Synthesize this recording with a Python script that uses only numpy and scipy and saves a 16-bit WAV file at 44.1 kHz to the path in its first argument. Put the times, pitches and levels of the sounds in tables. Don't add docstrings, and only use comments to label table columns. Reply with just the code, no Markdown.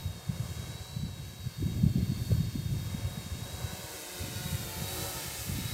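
import sys
import numpy as np
from scipy import signal
from scipy.fft import rfft, irfft
from scipy.io import wavfile
from scipy.ndimage import uniform_filter1d, map_coordinates

SR = 44100
rng = np.random.default_rng(int(sys.argv[2]) if len(sys.argv) > 2 else 0)


def digitize_waveform(pressure):
    field = np.atleast_2d(pressure).T
    bounded = np.clip(field, -1, 1)
    quanta = np.round(bounded * 32767).astype(np.int16)
    wavfile.write(sys.argv[1], SR, quanta)


def to_linear_factor(level_db):
    exponent = np.asarray(level_db, float) / 20
    return 10 ** exponent


N = 252693
T = np.arange(N) / SR

# time [s], nearness [dB], wake turbulence [dB], blade load [dB].
FLIGHT = [(0, -2, 1, 0), (.67, -1.5, 2.5, 1), (.95, -4.5, -0.5, 1), (1.3, -4, 0.5, -4.5),
          (2.1, -2.5, -3, -7), (2.33, -1.5, 1, -10), (2.5, -2, -2, -12), (3.08, -.5, 1, 6.5),
          (3.32, .5, -0.5, -7.5), (3.61, 1, 3, 6.5), (3.97, 4, 1, 2.5), (4.47, 6, -5, 3),
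          (4.76, 6.5, -0.5, 3), (5.03, 9.5, 3, 4.5), (5.12, 9.5, -0.5, 3), (5.38, 8.5, -0.5, -6),
          (5.63, 7, -3.5, -4), (5.73, 8, -3, -13)]

# time [s], motor whine [Hz], whine level [dB].
LEAD_ROTOR = [(0, 3830, -55), (.23, 3685, -60), (.6, 3830, -58), (.92, 3935, -54), (1.4, 3855, -58),
              (1.7, 3795, -57), (1.94, 3635, -63), (2.3, 3710, -58), (2.7, 3700, -59), (3.16, 3790, -54),
              (3.6, 3865, -52), (3.88, 3925, -57.5), (4.45, 3815, -49.5), (4.7, 3625, -56),
              (5.04, 3950, -48), (5.27, 3700, -62), (5.52, 3710, -62), (5.67, 3860, -47)]
# middle [s], change of whine [Hz], half length [s].
CORRECTIONS = [
    (1.19, -90, .05),
    (1.55, -115, .055),
    (2.09, 25, .05),
    (2.2, -45, .04),
    (2.58, -20, .05),
    (2.94, 25, .04),
    (3.33, -105, .07),
    (4.03, -125, .055),
    (4.25, -100, .1),
    (4.87, 45, .07),
]
POLE_STEPS = 42
INERTIA_S, LEAD_WOBBLE_HZ, WHINE_DB_PER_HZ = .04, 8, .03

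# time [s], shaft rate [Hz], whine level [dB].
SLOW_ROTOR = [(0, 76, -70), (.43, 74.9, -68), (.63, 77.6, -65), (.85, 74.8, -71), (1.4, 75, -72),
              (1.65, 76.6, -67), (2.83, 77.6, -66), (3.4, 75.5, -73), (3.85, 79.5, -66), (4.23, 73.5, -73),
              (4.8, 75.3, -67), (5.05, 79.7, -64), (5.45, 74.6, -70)]
# time [s], shaft rate [Hz], whine level [dB].
FAST_ROTOR = [(0, 90.9, -69), (1.2, 89.8, -64), (1.5, 93.7, -63), (1.85, 92.6, -65.5), (2.2, 92.05, -56),
              (2.9, 93.5, -69), (3.7, 94.9, -66), (4.1, 91.3, -69), (4.45, 92.46, -59), (5.73, 92.8, -63)]
SLOW_WOBBLE, FAST_WANDER, FOURTH_WANDER = .004, .006, .015
FOURTH_SHAFT_HZ = 81.4

# multiple of shaft rate, level [dB].
THRUM = [(2, -11.5), (4, -7.5), (5, -24), (6, -6), (8, -6.5), (10, -7), (12, -17.5), (14, -12), (16, -9.5),
         (18, -15), (20, -13)]
THRUM_SHARE_DB = [-2.5, -4, -6., -8]
THRUM_DB, THRUM_DB_PER_NEAR_DB = -56, 0.87

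# frequency [Hz], density [dB per Hz].
HISS = [(150, -14), (250, -8), (380, -2), (1200, -7), (2200, -6.5), (3400, -9), (4500, -7), (5200, -7.5),
        (8900, -7.5), (9500, -10.5), (11000, -11), (13000, -13.5), (15700, -18), (15900, -28)]
# answer to nearness [dB per dB], answer to turbulence [dB per dB].
HISS_ANSWER = [(.6, 1.01), (.95, -0.1), (1.01, 0.28), (1.3, 0.22)]

# time [s], delay [ms], echo strength [0-1].
SURFACE_ECHO = [(0, 1.82, .55), (2, 1.83, .6), (3.5, 1.83, .6), (4.2, 1.95, .65), (4.6, 2.1, .45),
                (4.9, 2.25, .55), (5.73, 2.32, .5)]
# time [s], brightened frequency [Hz], strength [0-1].
HOUSING = [(0, 11300, 0), (2.4, 10700, 0.1), (3, 11500, 0), (3.7, 11000, 0.16), (4.1, 11300, 0.1),
           (4.6, 11920, 0), (4.75, 10700, 0.3), (5.1, 12100, 0.1), (5.73, 12460, 0.1)]

# multiple of shaft rate, level over the main whine [dB].
WHINE = [(42, 0), (56, -13), (63, -14), (84, -13)]
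# frequency [Hz], level [dB].
BELL = [(4100, -19), (4280, 3), (4450, -4.5), (4560, 0), (4750, -20)]

# time [s], first tone [Hz], first level [dB], second level [dB].
SWITCHING = [(0, 14216, -65, -72), (.9, 14181, -69, -77), (1.7, 14204, -62, -63), (2.5, 14224, -63, -67),
             (3.15, 14223, -71, -66), (3.6, 14222, -59, -66), (3.95, 14214, -63, -67),
             (4.7, 14205, -54, -57), (5.4, 14152, -57, -55)]
CLOCKS = [1, 1.02235, 1.05152, .98684]
# starting level [dB], rise [dB per s].
HIDDEN_PAIR = [(-83, 2.1), (-90, 2.8)]

# time [s], rumble level [dB].
GUST = [(0, -42), (.17, -43), (.24, -52), (.4, -40.5), (.93, -44), (1.0, -34.5), (1.13, -42.5),
        (1.56, -44.5), (1.63, -30), (2.2, -31.5), (2.32, -31.5), (3.75, -43), (4.1, -61.5), (4.23, -36.5),
        (4.6, -41), (5.45, -47), (5.52, -31.5), (5.73, -37)]
# middle [s], peak [dB], ring [Hz].
EDDIES = [(.062, -25, 103), (.297, -19.5, 162), (0.405, -24.5, 133), (.599, -27, 142), (0.969, -24, 173),
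          (1.037, -23, 192), (1.199, -30, 158), (1.471, -25, 153), (1.628, -23, 310), (1.756, -30, 245),
          (1.809, -31, 176), (1.839, -11.5, 185), (1.865, -16.5, 185), (1.959, -18.5, 224),
          (2.03, -24, 198.3), (2.328, -17, 135), (2.35, -19, 137), (2.408, -20, 182), (2.452, -20, 136),
          (2.663, -22.5, 130), (2.843, -26, 142), (2.949, -25, 210), (3.054, -23.5, 109), (3.11, -28, 109),
          (3.324, -26.5, 80), (4.529, -23.5, 156), (4.823, -23, 161), (5.025, -27, 142), (5.518, -25.5, 98),
          (3.644, -26.5, 96)]
# middle [s], peak [dB], ring [Hz].
CRACK = (2.318, -25.5, 520.)
# frequency [Hz], density [dB per Hz].
WIND = [(20, -23), (40, -1.5), (63, 0.5), (90, 5), (125, 2.5), (170, -3), (230, -11)]
# frequency [Hz], density [dB per Hz].
WIND_EDGE = [(180, -7), (260, -1), (350, -5), (500, -19), (800, -23.5)]
WAKE_DB, WAKE_TOP_DB, WAKE_S = -16.5, -39.5, 0.034
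SHED_PER_S, SHED_CLEAR_S = 16, .02
SHED_OVER_DB, SHED_SCATTER_DB, SHED_DB_PER_OCTAVE = 9, 2.5, -7
SHED_HZ, SHED_HZ_PER_DB, SHED_OCTAVES = 159.5, 5.5, 0.48

# frequency [Hz], density [dB per Hz].
SIDE_HISS = [(300, -0.5), (2000, 3), (6000, -10.5), (11000, -6.5), (15000, 5)]
# frequency [Hz], level [dB].
PORT = [(20, 0), (9000, 0), (9600, -4), (10300, 0), (22050, 0)]


def curves(table):
    s, *columns = np.transpose(table)
    return [np.interp(T, s, c) for c in columns]


def unit(x):
    return x / np.sqrt(np.mean(x ** 2))


def colour(x, points):
    hz, db = np.transpose(points)
    bins = np.log(np.fft.rfftfreq(N, 1 / SR) + 1)
    gain = to_linear_factor(np.interp(bins, np.log(hz), db, -120, -120))
    return irfft(rfft(x) * gain, N)


def walk(rate):
    hold = int(SR / rate)
    steps = rng.standard_normal(int(N / SR * 400))[:N // hold + 1]
    slewed = uniform_filter1d(np.repeat(steps, hold), hold)
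    return 1.3 * uniform_filter1d(slewed, hold)[:N]


def turns(hz):
    return 2 * np.pi * np.cumsum(hz) / SR


def tone(angle, flicker_db, slip, rate):
    level = np.sqrt(2) * to_linear_factor(flicker_db * walk(rate))
    return level * np.sin(angle + slip * walk(rate) + rng.uniform(0, 2 * np.pi))


def delayed(x, seconds):
    return map_coordinates(x, [np.arange(N) - seconds * SR], order=3)


def lead_rotor():
    hz, db = curves(LEAD_ROTOR)
    change = sum(by_hz * np.exp(-((T - s) / half) ** 2 / 2) for s, by_hz, half in CORRECTIONS)
    course = uniform_filter1d(hz, int(INERTIA_S * SR))
    whine_hz = course + change + LEAD_WOBBLE_HZ * walk(rate=20.)
    return whine_hz, db + WHINE_DB_PER_HZ * change


def blades(angles, thrum_db):
    out = 0
    for angle, share_db in zip(angles, THRUM_SHARE_DB):
        for k, db in THRUM:
            db = db + share_db * (1 + k / 8)
            out = out + to_linear_factor(db) * tone(k * angle, flicker_db=3, slip=.9, rate=18.)
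    return to_linear_factor(thrum_db) * out


def hiss(angles, band_db, chop=0.27):
    noise = 0
    for angle in angles:
        swing = 1 + chop * np.cos(2 * angle) + chop / 2 * np.cos(4 * angle)
        noise = noise + rng.standard_normal(N) * swing
    noise = colour(noise, HISS)
    edges = [100, 950, 2300, 7000, 11800, 40000]
    bins = np.log(np.fft.rfftfreq(N, 1 / SR) + 1)
    out, swell = 0, walk(rate=4.994)
    for k, db in enumerate(band_db):
        share = np.interp(bins, np.log(edges[k:k + 3]), [k == 0, 1, k == 3])
        part = irfft(rfft(noise) * share, N)
        level_db = db - np.mean(db) + .6 * swell + .8 * walk(rate=14.)
        out = out + to_linear_factor(level_db) * part
    return to_linear_factor(-48.0) * out / np.sqrt(np.mean(noise ** 2))


def echo(x):
    ms, strength = curves(SURFACE_ECHO)
    surface = [(300, -24), (800, -10), (1300, -3), (3200, -1), (4200, -4), (6000, -7), (9000, -16)]  # Hz, dB
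    x = x + strength * colour(delayed(x, ms / 1000), surface)
    hz, strength = curves(HOUSING)
    return x + strength * colour(delayed(x, 3 / hz), [(5000, -30), (8500, -1), (22000, 0)])


def motors(angles, whine_db):
    hunting = turns(19 + 3 * walk(rate=8.))
    tremble = .024 * np.sin(hunting) + .012 * walk(rate=50.)
    flutter = 1 + .12 * np.cos(hunting)
    lead_angle = angles[0] + tremble
    lead = sum(to_linear_factor(db) * tone(k * lead_angle, flicker_db=1.5, slip=.3, rate=40.) for k, db in WHINE)
    slow = tone(42 * (angles[1] + tremble), flicker_db=2, slip=.8, rate=40.)
    seventh = tone(49 * lead_angle, flicker_db=2, slip=.5, rate=40.)
    lead = lead + to_linear_factor(-8.) * colour(seventh, BELL)
    fast = tone(49 * angles[2], flicker_db=2, slip=.9, rate=50.)
    bells = unit(colour(rng.standard_normal(N), BELL))
    voices = (flutter * lead, slow, fast + to_linear_factor(-2.) * bells)
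    return sum(to_linear_factor(db) * voice for db, voice in zip(whine_db, voices))


def controllers():
    hz, *levels = curves(SWITCHING)
    levels = levels + [db + rise * T for db, rise in HIDDEN_PAIR]
    angle = turns(hz)
    out = 0
    for clock, db in zip(CLOCKS, levels):
        out = out + to_linear_factor(db) * tone(clock * angle, flicker_db=2.5, slip=.3, rate=16.)
    return out


def shed(gust_db):
    timing, tightness, scatter = rng.standard_normal((int(SHED_PER_S * N / SR), 3)).T
    s = (np.arange(len(timing)) + .5 + timing / 3) / SHED_PER_S
    s = np.clip(s, 0, T[-1])
    db = np.interp(s, T, gust_db)
    octaves = SHED_OCTAVES * np.clip(tightness, -2, 1.2)
    hz = (SHED_HZ + SHED_HZ_PER_DB * (db - np.mean(gust_db))) * 2 ** octaves
    db = db + SHED_OVER_DB + SHED_SCATTER_DB * np.clip(scatter, -2, 2)
    db = db + SHED_DB_PER_OCTAVE * np.maximum(octaves, 0)
    crowded = np.abs(s[:, None] - np.transpose(EDDIES)[0]).min(axis=1) < SHED_CLEAR_S
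    return list(zip(s, np.where(crowded, -120, db), hz))


def wind():
    gust_db, = curves(GUST)
    wake = 0
    for s, db, hz in EDDIES:
        wake = wake + to_linear_factor(min(db + WAKE_DB, WAKE_TOP_DB)) * np.exp(-((T - s) / WAKE_S) ** 2 / 2)
    rumble_db = 20 * np.log10(to_linear_factor(gust_db) + wake)
    lumps = to_linear_factor(2 * walk(rate=30.))
    rumble = unit(colour(rng.standard_normal(N), WIND))
    edge = unit(colour(rng.standard_normal(N), WIND_EDGE))
    out = lumps * (to_linear_factor(rumble_db - 3.0) * rumble + to_linear_factor(1.254 * gust_db - 8.5) * edge)
    eddies = [*EDDIES, CRACK, *shed(gust_db)]
    phases = rng.uniform(0, 2 * np.pi, (len(eddies), 1))
    for (s, db, hz), phase in zip(eddies, phases):
        near = slice(max(int(s * SR) - 2000, 0), int(s * SR) + 2000)
        cycles = (T[near] - s) * hz * 0.84
        out[near] += to_linear_factor(db) * np.cos(2 * np.pi * cycles + phase) * np.exp(-(cycles / 0.49) ** 2 / 2)
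    return signal.sosfilt(signal.butter(2, 65., "high", fs=SR, output="sos"), out)


def scene():
    whine_hz, lead_db = lead_rotor()
    fast_hz, fast_db = curves(FAST_ROTOR)
    near_db, wake_db, load_db = curves(FLIGHT)
    slow_hz, slow_db = curves(SLOW_ROTOR)
    slow_hz = slow_hz * (1 + SLOW_WOBBLE * walk(rate=6.))
    fourth_hz = FOURTH_SHAFT_HZ * (1 + FOURTH_WANDER * walk(rate=3.))
    fast_hz = fast_hz * (1 + FAST_WANDER * walk(rate=12.))
    angles = [turns(hz) for hz in (whine_hz / POLE_STEPS, slow_hz, fast_hz, fourth_hz)]
    band_db = [per_near * near_db + per_wake * wake_db for per_near, per_wake in HISS_ANSWER]
    thrum_db = THRUM_DB + THRUM_DB_PER_NEAR_DB * near_db + load_db
    drone = echo(blades(angles, thrum_db) + hiss(angles, band_db))
    drone = drone + motors(angles, (lead_db, slow_db, fast_db)) + controllers()
    side = to_linear_factor(near_db - 83.5) * unit(colour(rng.standard_normal(N), SIDE_HISS))
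    return drone + wind() + side * np.array([[1], [-1]])


def band_limit(x):
    return signal.sosfilt(signal.butter(12, 16880, fs=SR, output="sos"), x)


def record(dry):
    mix = colour(dry, PORT)
    return band_limit(mix)


dry = scene()
out = record(dry)
digitize_waveform(out)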